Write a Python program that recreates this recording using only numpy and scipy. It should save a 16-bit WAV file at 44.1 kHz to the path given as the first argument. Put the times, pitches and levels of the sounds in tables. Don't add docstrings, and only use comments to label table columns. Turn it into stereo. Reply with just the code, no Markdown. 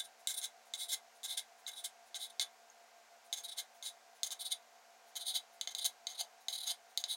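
import sys
import numpy as np
from scipy import signal
from scipy.fft import rfft, irfft
from scipy.io import wavfile
from scipy.ndimage import uniform_filter1d

SR = 44100
rng = np.random.default_rng(int(sys.argv[2]) if len(sys.argv) > 2 else 0)


def log_audio(samples):
    frames = np.atleast_2d(samples).T
    limited = np.clip(frames, -1, 1)
    pcm = np.round(limited * 32767).astype(np.int16)
    wavfile.write(sys.argv[1], SR, pcm)


N = 315753


def gain_of(db):
    return 10 ** (np.asarray(db) / 20)


def evened(x):
    return x / np.sqrt(np.mean(x ** 2) + 1e-20)


def read(points, hz):
    table_hz, *columns = np.transpose(points)
    return np.squeeze([np.interp(np.log(hz + 1), np.log(table_hz + 1), c) for c in columns])


def add(mix, start_s, sound):
    at = round(start_s * SR)
    sound = sound[max(-at, 0):]
    part = mix[max(at, 0):][:len(sound)]
    part += sound[:len(part)]


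# frequency in Hz, relative strength in dB per Hz.
AIR_COLOUR = [(25, -33.5), (60, -26), (90, -28.5), (170, -33.5), (230, -20.5), (300, -16.5), (480, -4.5),
              (760, 2.5), (1200, -4.5), (2300, -6), (3200, -10), (6700, -8.5), (9000, -17), (15500, -23)]
# frequency in Hz, likeness (1 is identical).
AIR_LIKENESS = [(60, 0.74), (150, 0.79), (300, 0.39), (700, 0.78), (2000, 0.68), (4500, 0.64), (6600, .45),
                (12000, 0.68)]
AIR_DB = -64


def air():
    hz = np.fft.rfftfreq(N, 1 / SR)
    left, other = rfft(rng.standard_normal((2, N))) * gain_of(read(AIR_COLOUR, hz))
    same = np.clip(read(AIR_LIKENESS, hz), -1, 1)
    right = same * left + np.sqrt(1 - same ** 2) * other
    return gain_of(AIR_DB) * evened(irfft(np.array([left, right]), N))


# frequency in Hz, rms level in dB.
FAN_TONES = [(57.3, -108), (63.4, -108), (228.9, -90), (238.3, -99), (457.8, -86.5), (686.7, -72),
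             (692.9, -71.5), (750.3, -73), (1429.8, -82), (1582.0, -81), (2060.6, -89)]


def hum(wander_hz=0.06, drift_hz=0.5, waver_db=1.0, waver_hz=2.49, count=64):
    t, out = np.arange(N) / SR, np.zeros(N)
    for hz, db in FAN_TONES:
        start_phase, drift_phase = 2 * np.pi * rng.random(2)
        drift_rate = drift_hz * rng.uniform(0.84, 1)
        drift = wander_hz * hz / 700 * np.sin(2 * np.pi * drift_rate * t + drift_phase)
        waver = gain_of(waver_db * np.interp(t * waver_hz, np.arange(count), rng.standard_normal(count)))
        tone = np.sin(start_phase + 2 * np.pi * np.cumsum(hz + drift) / SR)
        out += gain_of(db) * evened(waver * tone)
    return out


# frequency in Hz, strength in dB of a light glide, of a pressed scrape, and of a tap.
CONTACT_COLOUR = [(326, -46, -25, -24.5), (690, -16.5, -7.5, -11), (1400, -27, -10, -22.5),
                  (2050, -21, -12.5, -14), (2844, -18, -11.5, -16.5), (3214, -6.5, -5, -8.5),
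                  (3833, 5.5, -2, 0.5), (4630, -3, -7, -6), (6030, -9.5, -4.5, -9.5), (6740, -11.5, 0, -2),
                  (7930, -7.5, -6.5, -8.5), (9350, 2.5, -8, -11), (12050, -12, -16, -21),
                  (15500.0, -9, -15, -13)]
# frequency in Hz, width in Hz, lift in dB with the blade upright, and with it leaning.
KNIFE_MODES = [(716, 176, 2.5, 13.5), (1587, 210, 15.5, 4), (2130, 220, 19, 11.5), (3090, 230, 8.5, 13.5),
               (3508, 296, 16, 11.5), (3890, 195, 13, 12.5), (4277, 87, 4, 1), (4310, 550, 0.5, 8.5),
               (4800, 370, 1.5, 9), (5500, 770, 7, -2), (6270, 79, -4, 10), (6437, 320, 10, 11),
               (6660, 260, -2, 9), (7550, 590, 9, -1.5), (8806, 187, 9.5, 9), (9265, 250, 10.5, 8),
               (9700, 320, 4.5, 0), (10070, 310, -4, 6), (10680, 470, 9, 6.5), (11520, 280, 9.5, 9.5),
               (12940, 320, 6.5, 2), (13150, 920, 0, 8), (15200, 510.0, -2, 2.5)]
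# time in seconds, lean from 0 (upright) to 1 (leaning).
BLADE_LEAN = [(0, 0), (2.4, 0.36), (3.6, 0.44), (4.3, 0.57), (5.3, 0.8), (5.7, 0.77), (6.2, 0.97),
              (7.1, 0.77)]


def ring(at_s, shares, tilt_db, size=4096):
    hz = np.fft.rfftfreq(size, 1 / SR)
    tilt = tilt_db * np.log2(np.maximum(hz, 2400) / 5000)
    db = np.dot(shares, read(CONTACT_COLOUR, hz)) + tilt
    lean = np.clip(np.interp(at_s, *np.transpose(BLADE_LEAN)), 0, 1)
    for centre, width, upright_db, leaning_db in KNIFE_MODES:
        lift_db = (1 - lean) * upright_db + lean * leaning_db
        db = db + lift_db / (1 + (2 * (hz - centre) / width) ** 2)
    ripple = uniform_filter1d(rng.standard_normal(len(hz)), size=30)
    ripple = evened(uniform_filter1d(ripple, size=24))
    db = db + ripple * np.interp(hz, [3500, 7000], [1.0, 2.0])
    db = db - 20 * np.log10(1 + (330 / (hz + 50)) ** 4)
    log_gain = np.log(gain_of(np.r_[db, db[-2:0:-1]]))
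    response = np.fft.ifft(np.exp(np.conj(signal.hilbert(log_gain)))).real[:size // 2]
    return response / np.linalg.norm(response)


def swell(peak_s, rise, fall):
    since_peak = np.arange(-3 * rise, 3 * fall, 1 / SR)
    return peak_s + since_peak[0], np.exp(-(since_peak / np.where(since_peak < 0, rise, fall)) ** 2)


def sawing(length, swells, stick, slope_db, roundness=1.38):
    u = np.linspace(0, 1, round(length * SR))
    speed = stick + (1 - stick) * abs(np.sin(np.pi * round(swells) * u)) ** roundness
    return speed * gain_of(slope_db * (u - .5))


# peak time in seconds, rise in seconds, fall in seconds, level in dB,
# pressure from 0 to 1, tilt in dB per octave.
PRESSED_RUBS = [(-0.012, 0.025, 0.021, -33, 0.6, 1), (0.445, 0.019, 0.015, -38, 0.63, 2.5),
                (0.936, 0.021, 0.013, -33.5, 0.65, 3.5), (1.377, 0.0049, 0.021, -35, 0.48, 0.5),
                (1.848, 0.0065, 0.017, -37.5, 0.63, 3.5), (2.416, 0.011, 0.016, -34, 0.48, -1),
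                (3.376, 0.016, 0.029, -45.5, 1, 3), (3.594, 0.017, 0.012, -37.5, 0.71, 1.2),
                (3.866, 0.02, 0.028, -41, 0.6, 2.5), (4.525, 0.013, 0.0073, -32.5, 0.26, 0),
                (5.36, 0.016, 0.018, -33, 0.49, 1), (5.862, 0.0074, 0.0045, -27.5, 0.68, 5),
                (6.212, 0.018, 0.0067, -35, 0.68, 0), (6.676, 0.0067, 0.0073, -38.5, 0.93, 2.5),
                (6.716, 0.04, 0.0051, -35.5, 0.58, 0.5)]


def pressed_rubs():
    for peak_s, rise, fall, db, pressure, tilt_db in PRESSED_RUBS:
        yield *swell(peak_s, rise, fall), db, pressure, tilt_db


# start in seconds, length in seconds, level in dB, tilt in dB per octave, number of swells.
MEAT_GLIDES = [(0.031, 0.042, -53, 4, 1), (0.334, 0.022, -41.5, 5, 1), (0.362, 0.039, -37.5, 3, 1),
               (0.768, 0.1, -41, 2, 1), (0.88, 0.037, -42, 2, 1), (1.269, 0.091, -41, 1, 1),
               (1.71, 0.036, -50, 1.5, 2), (1.744, 0.084, -48, 1.5, 1), (2.18, 0.1, -43.5, 1, 1),
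               (2.295, 0.019, -53.5, 0, 1), (3.431, 0.038, -43.5, 2.5, 1), (3.476, 0.065, -45.5, -1.5, 2),
               (4.389, 0.1, -41.5, 1, 2), (5.191, 0.051, -44, 1, 1), (5.249, 0.079, -37, 0.5, 1),
               (5.777, 0.022, -38.5, 0.5, 1), (5.802, 0.046, -41.5, -1, 1), (6.142, 0.056, -51, -1.5, 2),
               (6.52, 0.13, -41.5, 1, 5), (7.078, 0.077, -37, 0.7, 1)]
GLIDE_PRESSURE, GLIDE_STICK, GLIDE_SLOPE_DB = 0.24, 0.079, 0


def glides():
    for s, length, db, tilt_db, swells in MEAT_GLIDES:
        envelope = sawing(length, swells, GLIDE_STICK, GLIDE_SLOPE_DB)
        yield s, envelope, db, GLIDE_PRESSURE, tilt_db


# start in seconds, tap energy in dB before a common trim, tap tilt in dB per octave,
# skid length in seconds, skid level in dB, number of swells in the skid.
BOARD_TAPS = [(0.2724, -5, 4.5, 0.06, -38.5, 1), (0.4153, -19.8, 2, 0.013, -54, 1),
              (0.7373, -10, 1, 0.03, -45.5, 1), (1.232, -22, 3.5, 0.04, -40, 1),
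              (1.665, -14, 0, 0.04, -43, 1), (2.1443, -15, -1, 0.036, -42, 1),
              (2.3963, -4, 0.5, 0.0083, -40, 1), (3.3278, -7.5, 3, 0.021, -38.5, 1),
              (3.8256, -19, 0, 0.022, -51.5, 1), (4.2324, -4.5, 3.3, 0.05, -41, 2),
              (4.306, -18.5, 1.5, 0.034, -39.5, 1), (5.155, -23.5, 1, 0.031, -39.5, 1),
              (5.612, -7.5, 0.5, 0.055, -58, 1), (5.674, -10, -1.5, 0.056, -49.5, 2),
              (5.7497, -9.5, 1, 0.033, -53, 1), (5.7953, -15.5, 1, 0.0088, -60, 1),
              (5.845, -10, 3.5, 0.013, -35.5, 1), (6.0693, -9, -2, 0.077, -49.5, 1),
              (6.4839, -7, 0.5, 0.078, -46.5, 2), (6.9752, -3, 3.5, 0.052, -48.5, 1),
              (7.0396, -7, -2, 0.037, -55, 1)]
PAUSE_S = 0.3
ENTRY_LEAD_S, ENTRY_RISE_S, ENTRY_FALL_S = 0.072, 0.013, 0.028
ENTRY_DB, ENTRY_TILT_DB, ENTRY_PRESSURE = -68, 9, 0.7
SKID_PRESSURE, SKID_STICK, SKID_SLOPE_DB = 0.91, 0.11, -2.5
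SKID_TILT_DB, SKID_TILT_SHARE = 2, 0.73


def entries_and_skids():
    last_tap = -np.inf
    for s, _, tap_tilt_db, length, db, swells in BOARD_TAPS:
        if s - last_tap > PAUSE_S:
            entry = swell(s - ENTRY_LEAD_S, ENTRY_RISE_S, ENTRY_FALL_S)
            yield *entry, ENTRY_DB, ENTRY_PRESSURE, ENTRY_TILT_DB
        envelope = sawing(length, swells, SKID_STICK, SKID_SLOPE_DB)
        yield s, envelope, db, SKID_PRESSURE, SKID_TILT_DB + SKID_TILT_SHARE * tap_tilt_db
        last_tap = s


def strokes(level_db=0, slips_per_s=4000, slip_spread_db=3, grit=0.26, catch_db=1.1, catch_hz=180):
    slips = (rng.random(N) < slips_per_s / SR) * rng.choice([-1, 1], N)
    slips = evened(slips * gain_of(slip_spread_db * np.minimum(rng.exponential(1, N), 4)))
    grit = np.clip(grit, 0, 1)
    friction = np.sqrt(grit) * slips + np.sqrt(1 - grit) * rng.standard_normal(N)
    slow = signal.butter(2, catch_hz, fs=SR, output="sos")
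    catch = evened(signal.sosfilt(slow, rng.standard_normal(N)))
    friction = evened(friction * gain_of(catch_db * catch))
    out = np.zeros(N)
    for s, envelope, db, pressure, tilt_db in [*pressed_rubs(), *glides(), *entries_and_skids()]:
        rub = envelope * friction.take(round(s * SR) + np.arange(len(envelope)), mode="wrap")
        pressure = np.clip(pressure, 0, 1)
        scrape = signal.fftconvolve(rub, ring(s, [1 - pressure, pressure, 0], tilt_db))
        scrape *= np.linalg.norm(envelope) / np.linalg.norm(scrape)
        add(out, s, gain_of(db + level_db) * scrape)
    return out


def taps(level_db=-2.3, contact_s=0.00031, soft_hz=11500,
         bounce_s=.0028, bounce=0.36, second_bounce=0.24, size=256):
    out, t = np.zeros(N), np.arange(size) / SR
    burst = (t / contact_s) ** 2 * np.exp(-2 * t / contact_s)
    clusters = rfft(rng.standard_normal((len(BOARD_TAPS), size)) * burst)
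    cushion = 1 / np.sqrt(1 + (np.fft.rfftfreq(size, 1 / SR) / soft_hz) ** 4)
    clusters = irfft(cushion * clusters / abs(clusters) ** 1.53)[:, :size // 2]
    for (s, db, tilt_db, *_), cluster in zip(BOARD_TAPS, clusters):
        tick = np.convolve(cluster, ring(s, [0, 0, 1], tilt_db))
        tick *= gain_of(db + level_db) / np.linalg.norm(tick)
        first, second = bounce_s * (np.arange(1, 3) + rng.uniform(-0.13, .1, 2))
        add(out, s, tick)
        add(out, s + first, bounce * tick)
        add(out, s + second, second_bounce * tick)
    return out


# frequency in Hz, peak level in dB, time to fade by 60 dB in seconds.
STEEL_PING = (6560, -48.5, 0.024)
PING_AT_S = 2.7004


def ping():
    hz, db, t60 = STEEL_PING
    t, out = np.arange(SR // 10) / SR, np.zeros(N)
    fade = np.exp(-np.log(1000) * t / t60)
    add(out, PING_AT_S, gain_of(db) * fade * np.sin(2 * np.pi * hz * t))
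    return out


# frequency in Hz, time to fade by 60 dB in seconds.
KITCHEN_FADE = [(600, 0.39), (1600, 0.31), (3500, 0.12), (8000, 0.12), (14000, 0.099)]


def kitchen(x, middle_db, side_db, gap_s):
    hz, t, noise = signal.stft(rng.standard_normal((2, SR // 3)), SR, nperseg=256)
    fade = np.exp(-np.log(1000) * t / read(KITCHEN_FADE, hz)[:, None])
    tails = signal.istft(noise * fade, SR, nperseg=256)[1]
    tails *= np.clip(np.arange(tails.shape[1]) / SR / gap_s - 1, 0, 1)
    tails /= np.linalg.norm(tails, axis=1, keepdims=True)
    middle, side = signal.fftconvolve(x[None], tails, axes=1)[:, :N]
    return gain_of(middle_db) * middle + gain_of(side_db) * np.array([side, -side])


def scene(direct_db=-0.2, middle_db=-7.5, side_db=-18, gap_s=0.00097):
    knife = strokes() + taps() + ping()
    return gain_of(direct_db) * knife + kitchen(knife, middle_db, side_db, gap_s) + air() + hum()


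EDGE_HZ = 16000


def record(dry):
    low_pass = signal.firwin(511, EDGE_HZ, window=("kaiser", 9), fs=SR)
    return signal.oaconvolve(dry, low_pass[None], "same")


dry = scene()
out = record(dry)
log_audio(out)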